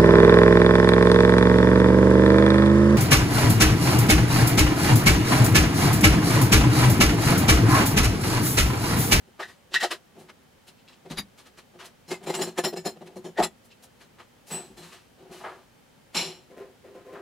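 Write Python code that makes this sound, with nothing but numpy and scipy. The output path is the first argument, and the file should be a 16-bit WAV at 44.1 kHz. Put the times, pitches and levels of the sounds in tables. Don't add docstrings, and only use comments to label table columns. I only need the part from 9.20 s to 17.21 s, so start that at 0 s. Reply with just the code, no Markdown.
import sys
import numpy as np
from scipy import signal
from scipy.fft import rfft, irfft, next_fast_len
from scipy.io import wavfile
from scipy.ndimage import uniform_filter1d

SR = 44100
rng = np.random.default_rng(int(sys.argv[2]) if len(sys.argv) > 2 else 0)


def generate_wav(sig):
    pcm = np.round(np.clip(np.atleast_2d(sig).T, -1, 1) * 32767).astype(np.int16)
    wavfile.write(sys.argv[1], SR, pcm)


N = 353241

# f/Hz, level/dB
HUSH_SPECTRUM = [(15, -30), (25, -11.5), (96, -0.5), (189, 0.5), (255, 1), (307, -6.5), (527, -4.5),
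                 (672, -10.5), (791, -7), (1040, -12.5), (1180, -12.5), (1590, -13), (3050, -16.5),
                 (3580, -18), (15800, -28.5)]
WHINE_TONES = [(3090, -79.5)]
# f/Hz, side level against mid/dB
HUSH_WIDTH = [(60, -7.5), (180, -5.5), (550, -0.5), (1650, -2), (4970, -2.5), (15000, -1.5)]
ACTION_WIDTH = [(60, -20.5), (200, -16), (500, -15.5), (1000, -8), (2000, -10.5), (4000, -5), (8000, -3.5),
                (13000, -0.5)]

# f/Hz, relative level/dB
SCRAPE_SPECTRUM = [(100, -36), (500, 4.5), (900, 14.5), (1300, 10.5), (2000, 7.5), (3500, 5), (5000, 0.5),
                   (7500, -4), (11000, -8), (15500, -21)]
FLOOR_SPECTRUM = [(60, 0), (200, 5), (600, -2), (1400, 1), (3000, -1.5), (5500, -5), (8500, -17),
                  (12500, -25), (15000, -42)]
THUD_SPECTRUM = [(20, -27.5), (55, -3), (90, -18.5), (200, -0.5), (330, -11.5), (600, -57), (2000, -41),
                 (16000, -83)]
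FORM_SPECTRUM = [(30, -23), (100, -18.5), (160, 3.5), (260, 0), (400, 6.5), (680, 4.5), (900, -1),
                 (1600, -26), (4000, -42), (16000, -110.5)]
SNAP_SPECTRUM = [(100, -18), (350, 3.5), (800, -10), (1400, 1), (3000, -6), (8000, -27), (15500, -54)]
CREAK_SPECTRUM = [(60, -20), (200, 1.5), (420, 9.5), (800, -11.5), (2000, -9), (4000, -21), (16000, -31)]
STEEL_SPECTRUM = [(300, -54), (1500, -11), (2500, 12.5), (4500, 8.5), (7500, -9.5), (11000, -18),
                  (15500, -25)]
SCREW_SPECTRUM = [(300, -33.5), (1100, -19.5), (1700, -4.5), (2100, -12.5), (2700, -14.5), (7500, -27),
                  (15000, -43.5)]
# f/Hz, width/Hz, level against the spectrum/dB
SCRAPE_PEAKS = [(1270, 40, 0.83), (2650, 50, 2.3), (2890, 66, 1.67), (4260, 220, 1.9)]
FLOOR_PEAKS = [(1110, 28, 3.3), (1870, 160, 6.6), (2210, 170, 7.1), (3770, 210, 16), (4737, 150, 15),
               (6675, 92, 14), (10830, 220, 26), (12100, 150, 25)]
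FORM_PEAKS = [(169.2, 25, 9), (221, 10, 5), (366.8, 64, 13), (503.4, 57, 5.5), (707.5, 54, 5),
              (800, 41, -8)]
CREAK_PEAKS = [(395.2, 23, 16.5), (515, 49, 18.6), (696, 240, 9.5), (1031, 27, 22.2), (1410, 60, 5.8),
               (1920, 44, 6.6)]
HEAP_PEAKS = [(2350, 66, 2.8), (2470, 77, 3.3), (2900, 310, 3.7), (3440, 87, 4.7), (4130, 130, 14),
              (5180, 150, 13), (5530, 190, 18.7), (7350, 590, 22.3), (10034, 60, 27), (11040, 99, 32.3)]
CRANK_PEAKS = [(2680, 120, 11), (2660, 48, 4.3), (2910, 81, 5.1), (3100, 67, 2.5), (3980, 73, 10.6),
               (5300, 150, 11.6), (6600, 150, 9.7), (7530, 160, 20), (8930, 320, 8.5)]
SCREW_PEAKS = [(1517, 60, 10.4), (1738, 55, 8.6), (1880, 56, 20.4), (1908, 59, 18), (2008, 37, 15),
               (3700, 440, 8.5)]
# f/Hz, relative level/dB, t60/s
PIN_MODES = [(7987, 3, 0.25), (10850, -12, .12), (11150, -22, .08), (13848, -18, 0.13), (15396, -15, 0.2)]
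JAW_MODES = [(2840, 1, .07), (4146, 12.5, 0.05), (5180, 14.5, 0.028), (5490, 12, 0.023), (6000, -12, 0.029),
             (6970, 14, 0.038), (7550, 8, .04), (7580, 6.5, 0.069), (8000, 1, .07), (8750, 2, 0.036),
             (10000, -7.5, 0.052), (10970, 8.5, 0.042), (11870, -7, 0.065), (14600, -5, .1)]

# t/s, length/s, level/dB, tilt/(dB per octave)
SCUFFS = [(0.273, 0.039, -50, 1.5), (0.985, 0.031, -56.5, 6.5), (1.085, 0.0093, -43.5, -3),
          (1.469, 0.02, -51, 4.5), (1.682, .05, -55.5, -0.5), (1.9, 0.021, -39, 0.5),
          (2.176, 0.028, -50, 2), (2.254, 0.018, -51, 1.5), (2.373, 0.017, -46.5, 1),
          (2.589, 0.047, -42, -1.5), (2.644, 0.017, -45.5, 4), (3.859, 0.011, -50, 0.5),
          (4.441, .018, -60, 10), (4.624, .017, -51, 7), (4.801, .028, -51, 0.5),
          (4.986, 0.022, -44.5, -3.5), (5.266, 0.12, -50.5, 6.5), (5.617, 0.1, -48, 1.5),
          (5.715, 0.042, -46.5, 1), (6.112, 0.14, -48.5, 2.5)]
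# t/s, level/dB, tilt/(dB per octave)
SNAPS = [(0.193, -40, -9), (0.199, -32, -6), (0.542, -17.5, 6), (.629, -20.5, -1.5), (3.142, -29, 3),
         (3.444, -27, 5), (4.201, -22.5, -1.5), (6.951, -30, -9), (7.752, -42, -18)]
# t/s, length/s, level/dB
SET_DOWN = [(1.899, 0.013, -47), (1.972, .015, -27.5)]
THUDS = [(1.902, 0.017, -35), (1.984, 0.03, -41), (4.189, 0.019, -36.5), (5.495, 0.048, -52),
         (6.09, 0.018, -52)]
BUMPS = [(.069, 0.0068, -52.5), (.955, 0.063, -46.5), (1.0, 0.028, -47.5), (1.85, 0.012, -40),
         (1.9, 0.025, -37.5), (2.535, 0.026, -47.5), (3.003, 0.016, -44.5), (3.759, 0.0049, -42),
         (3.807, 0.014, -38), (3.855, 0.081, -46.5), (5.325, .1, -42), (5.98, 0.19, -49),
         (6.092, 0.15, -46), (6.958, 0.086, -35)]
DRAGS = [(.194, 0.02, -31), (4.174, .01, -47), (4.191, 0.028, -29.5), (6.203, .035, -44),
         (6.238, 0.062, -34), (7.945, 0.079, -44.5)]
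CREAKS = [(7.3, 0.026, -44.5), (7.367, 0.062, -37), (7.638, 0.075, -44.5), (7.742, 0.046, -41),
          (7.85, 0.24, -43), (7.925, 0.017, -37)]
TINKLES = [(0.352, .005, -78), (3.158, 0.0074, -41.5), (5.309, 0.02, -34)]
RATTLES = [(6.945, 0.045, -31), (6.963, 0.065, -25.5)]
CLINKS = [(1.474, .017, -54), (1.58, 0.019, -62), (1.675, 0.012, -51.5), (1.725, .013, -56.5),
          (4.504, 0.019, -53.5)]
SQUEAKS = [(.218, 0.019, -33.5), (.285, 0.021, -52.5), (.541, 0.018, -17.5), (.598, 0.026, -27.5),
           (4.173, .005, -29)]
# t/s, length/s, wood level/dB, rasp level/dB, steel level/dB
CRANK_SHOVES = [(.193, 0.042, -47, -44.5, -51), (.51, .038, -48.5, -54.5, -61),
                (.536, 0.02, -37.5, -31.5, -25.5), (.601, 0.038, -53.5, -37, -36.5),
                (.627, 0.016, -20, -21, -35), (.706, .019, -30, -25.5, -68)]
JAW_SHOVES = [(2.879, .024, -43.5, -49, -47), (2.905, .025, -27, -32.5, -45),
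              (3.028, 0.019, -43.5, -47.5, -59), (3.063, 0.07, -29.5, -38, -44),
              (3.093, 0.004, -22, -32.5, -39), (3.139, 0.014, -35, -30, -35.5),
              (3.168, 0.0058, -38, -42, -56), (3.184, 0.02, -25.5, -36.5, -49),
              (3.21, 0.022, -27.5, -31.5, -30), (3.263, 0.028, -33, -42.5, -45.5),
              (3.376, 0.013, -19.5, -25, -39), (3.437, .022, -23.5, -26.5, -26.5),
              (3.527, 0.005, -27, -43, -54), (3.559, 0.022, -31, -41, -40.5),
              (3.651, 0.022, -25.5, -34, -32), (3.957, 0.021, -35, -51, -56),
              (4.042, 0.029, -34, -46.5, -54), (4.184, 0.025, -15.5, -33, -49),
              (4.224, 0.016, -28.5, -26, -28), (5.302, 0.072, -37, -38.5, -62),
              (5.568, 0.058, -46.5, -49, -59), (6.945, 0.069, -36.5, -30.5, -41)]


def gain_of(db):
    return 10 ** (np.asarray(db) / 20)


def unit_rms(x):
    return x / np.sqrt(np.mean(x ** 2) + 1e-20)


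def curve_db(points, hz):
    f, db = np.transpose(points)
    return np.interp(np.log(hz + 1), np.log(f + 1), db)


def equalise(x, points):
    size = next_fast_len(len(x))
    gain = gain_of(curve_db(points, np.fft.rfftfreq(size, 1 / SR)))
    return irfft(rfft(x, size) * gain, size)[:len(x)]


def body(spectrum, peaks=(), tilt_db=0, tilt_span_hz=(1, 2), size=8192):
    hz = np.fft.rfftfreq(size, 1 / SR)
    colour_db = curve_db(spectrum, hz) + tilt_db * np.log2(np.clip(hz, *tilt_span_hz))
    lift = 1 + sum(gain_of(db) ** 2 / (1 + (2 * (hz - f) / width) ** 2) ** 2 for f, width, db in peaks)
    log_gain = np.log(gain_of(colour_db) * np.sqrt(lift))
    cepstrum = irfft(log_gain)[:size // 2]
    cepstrum[1:] *= 2
    return irfft(np.exp(rfft(cepstrum, size)))[:size // 2]


def ring(modes, spread_db, detune, size=11000):
    hz, db, t60 = np.transpose(modes)[:, :, None]
    t = np.arange(size) / SR
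    strength, phase, shift = rng.standard_normal((3, len(modes), 1))
    turns = hz * (1 + detune * shift) * t + phase
    envelope = gain_of(db + spread_db * strength - 60 * t / t60)
    return (envelope * np.sin(2 * np.pi * turns)).sum(0)


def chatter(attack_s, fall_s, grain_db, per_s, noise, lead_s=.02, size=16000):
    since_peak = np.arange(size) / SR - lead_s - attack_s
    swell = (np.maximum(-since_peak, 0) / max(0.96 * attack_s, 1e-3)) ** 1.14
    decay = (np.maximum(since_peak, 0) / max(fall_s, 1e-3)) ** 1.125
    lead_in_gain = gain_of(-9 * (since_peak < -attack_s))
    envelope = np.exp(-swell - decay) * lead_in_gain
    strengths = gain_of(grain_db * np.minimum(rng.exponential(1, size), np.pi))
    impacts = strengths * (rng.random(size) < per_s / SR)
    grains = unit_rms(impacts * rng.choice([-1, 1], size)) + noise * rng.standard_normal(size)
    local_rms = np.sqrt(abs(uniform_filter1d(grains ** 2, size=300)) + 1e-9)
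    return envelope * grains / local_rms, np.sum(envelope ** 2), lead_s


def add(mix, s, contact, response, db):
    drive, energy, lead_s = contact
    sound = signal.fftconvolve(drive, response)
    sound *= gain_of(db) * np.sqrt(energy / (np.sum(sound ** 2) + 1e-20))
    start = round((s - lead_s) * SR)
    sound = sound[max(-start, 0):]
    part = mix[max(start, 0):][:len(sound)]
    part += sound[:len(part)]


def knocks(cues, response, attack_s, per_s):
    out = np.zeros(N)
    for s, length, db in cues:
        add(out, s, chatter(attack_s, length, grain_db=-3.5, per_s=per_s, noise=.42), response, db)
    return out


def room_tone(hush_db=-59.5):
    mid, side = (unit_rms(equalise(z, HUSH_SPECTRUM)) for z in rng.standard_normal((2, N)))
    side = equalise(side, HUSH_WIDTH)
    t = np.arange(N) / SR
    whine = sum(np.sqrt(2) * gain_of(db) * np.sin(2 * np.pi * hz * t) for hz, db in WHINE_TONES)
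    return gain_of(hush_db) * np.array([mid + side, mid - side]) + whine


def workshop(x, wet_db=-14, t60=0.03, size=12000):
    t = np.arange(size) / SR
    echoes = rng.choice([-1, 1], size) * (rng.random(size) < 3000 / SR)
    echoes = echoes * gain_of(-60 * t / t60) * (t > .001)
    mid = x + gain_of(wet_db) * signal.oaconvolve(x, echoes / np.linalg.norm(echoes))[:N]
    frames = signal.stft(mid, nperseg=512, noverlap=256)[2]
    scattered = signal.istft(frames * np.exp(2j * np.pi * rng.random(frames.shape)))[1]
    side = equalise(np.pad(scattered, (130, 0))[:N], ACTION_WIDTH)
    return np.array([mid + side, mid - side])


def form_boom(tilt_db):
    return body(FORM_SPECTRUM, FORM_PEAKS, tilt_db, (150, 900))


def rasp(tilt_db, colour_db, width_hz=50):
    spot_peaks = [(hz, width_hz, colour_db) for hz in rng.uniform(1500, 15500, 14)]
    return body(SCRAPE_SPECTRUM, SCRAPE_PEAKS + spot_peaks, tilt_db, (1200, 14000))


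def scuffs():
    out = np.zeros(N)
    for s, length, db, tilt_db in SCUFFS:
        contact = chatter(0.016, length, grain_db=-0.5, per_s=1600, noise=0.91)
        add(out, s, contact, rasp(tilt_db, colour_db=3.5), db)
        add(out, s, contact, form_boom(tilt_db=9), db - 4.5)
    return out


def walking():
    set_down = knocks(SET_DOWN, body(FLOOR_SPECTRUM, FLOOR_PEAKS), attack_s=0.015, per_s=1800)
    return set_down + scuffs() + knocks(THUDS, body(THUD_SPECTRUM), attack_s=0.008, per_s=840)


def rubs(cues, attack_s, wood_db, wood_tilt_db, rasp_db, rasp_tilt_db):
    out = np.zeros(N)
    for s, length, db in cues:
        contact = chatter(attack_s, length, grain_db=-4, per_s=1500, noise=0.92)
        add(out, s, contact, form_boom(wood_tilt_db), db + wood_db)
        add(out, s, contact, rasp(rasp_tilt_db, colour_db=5.5), db + rasp_db)
    return out


def snaps():
    out = np.zeros(N)
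    for s, db, tilt_db in SNAPS:
        blow = chatter(attack_s=0, fall_s=0.0014, grain_db=-0.5, per_s=1900, noise=0.23)
        add(out, s, blow, body(SNAP_SPECTRUM, (), tilt_db, (700, 12000)), db)
    return out


def woodwork():
    bumps = rubs(BUMPS, attack_s=0.014, wood_db=-1, wood_tilt_db=-1.4, rasp_db=-13.5, rasp_tilt_db=-1.5)
    drags = rubs(DRAGS, attack_s=0.0085, wood_db=-3.5, wood_tilt_db=11.5, rasp_db=0, rasp_tilt_db=-10.5)
    creaks = knocks(CREAKS, body(CREAK_SPECTRUM, CREAK_PEAKS), attack_s=0.011, per_s=650)
    friction = rubs(CREAKS, attack_s=.051, wood_db=-11, wood_tilt_db=4.5, rasp_db=-16.5, rasp_tilt_db=-6)
    return bumps + drags + creaks + friction + snaps()


def pin_tinkles():
    out = np.zeros(N)
    for s, length, db in TINKLES:
        contact = chatter(0.017, length, grain_db=1.5, per_s=490, noise=.5)
        for hz, mode_db, t60 in PIN_MODES:
            add(out, s, contact, ring([(hz, 0, t60)], spread_db=0, detune=0), db + mode_db)
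    return out


def heap_rattle():
    return knocks(RATTLES, body(STEEL_SPECTRUM, HEAP_PEAKS), attack_s=0.0059, per_s=1300)


def shoves(cues, steel, colour_db, grain_db, wood_tilt_db, rasp_tilt_db, usual_db=-28):
    out = np.zeros(N)
    for s, length, wood_db, rasp_db, steel_db in cues:
        contact = chatter(0.012, length, grain_db, per_s=1400, noise=0.95)
        force_db = wood_db - usual_db
        add(out, s, contact, form_boom(wood_tilt_db + 0.45 * force_db), wood_db)
        add(out, s, contact, rasp(rasp_tilt_db - 0.1 * force_db, colour_db), rasp_db)
        add(out, s, contact, steel(), steel_db)
    return out


def crank():
    handle = body(STEEL_SPECTRUM, CRANK_PEAKS)
    turns = shoves(CRANK_SHOVES, lambda: handle,
                   colour_db=3, grain_db=-0.5, wood_tilt_db=12.5, rasp_tilt_db=-0.5)
    return turns + knocks(CLINKS, handle, attack_s=0.012, per_s=660)


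def screw_squeaks():
    return knocks(SQUEAKS, body(SCREW_SPECTRUM, SCREW_PEAKS), attack_s=0.013, per_s=1300)


def jaw_clanks():
    return shoves(JAW_SHOVES, lambda: ring(JAW_MODES, spread_db=2.5, detune=0.0056),
                  colour_db=10, grain_db=4, wood_tilt_db=0.2, rasp_tilt_db=1)


def scene():
    clamps = crank() + screw_squeaks() + jaw_clanks() + heap_rattle() + pin_tinkles()
    pan = gain_of([[.6], [-.6]])
    return workshop(clamps + woodwork() + walking()) * pan + room_tone()


def record(dry):
    low_pass = signal.firwin(511, 15900, window=("kaiser", 9), fs=SR)
    return signal.oaconvolve(dry, low_pass[None], "same")


dry = scene()
out = record(dry)
generate_wav(out)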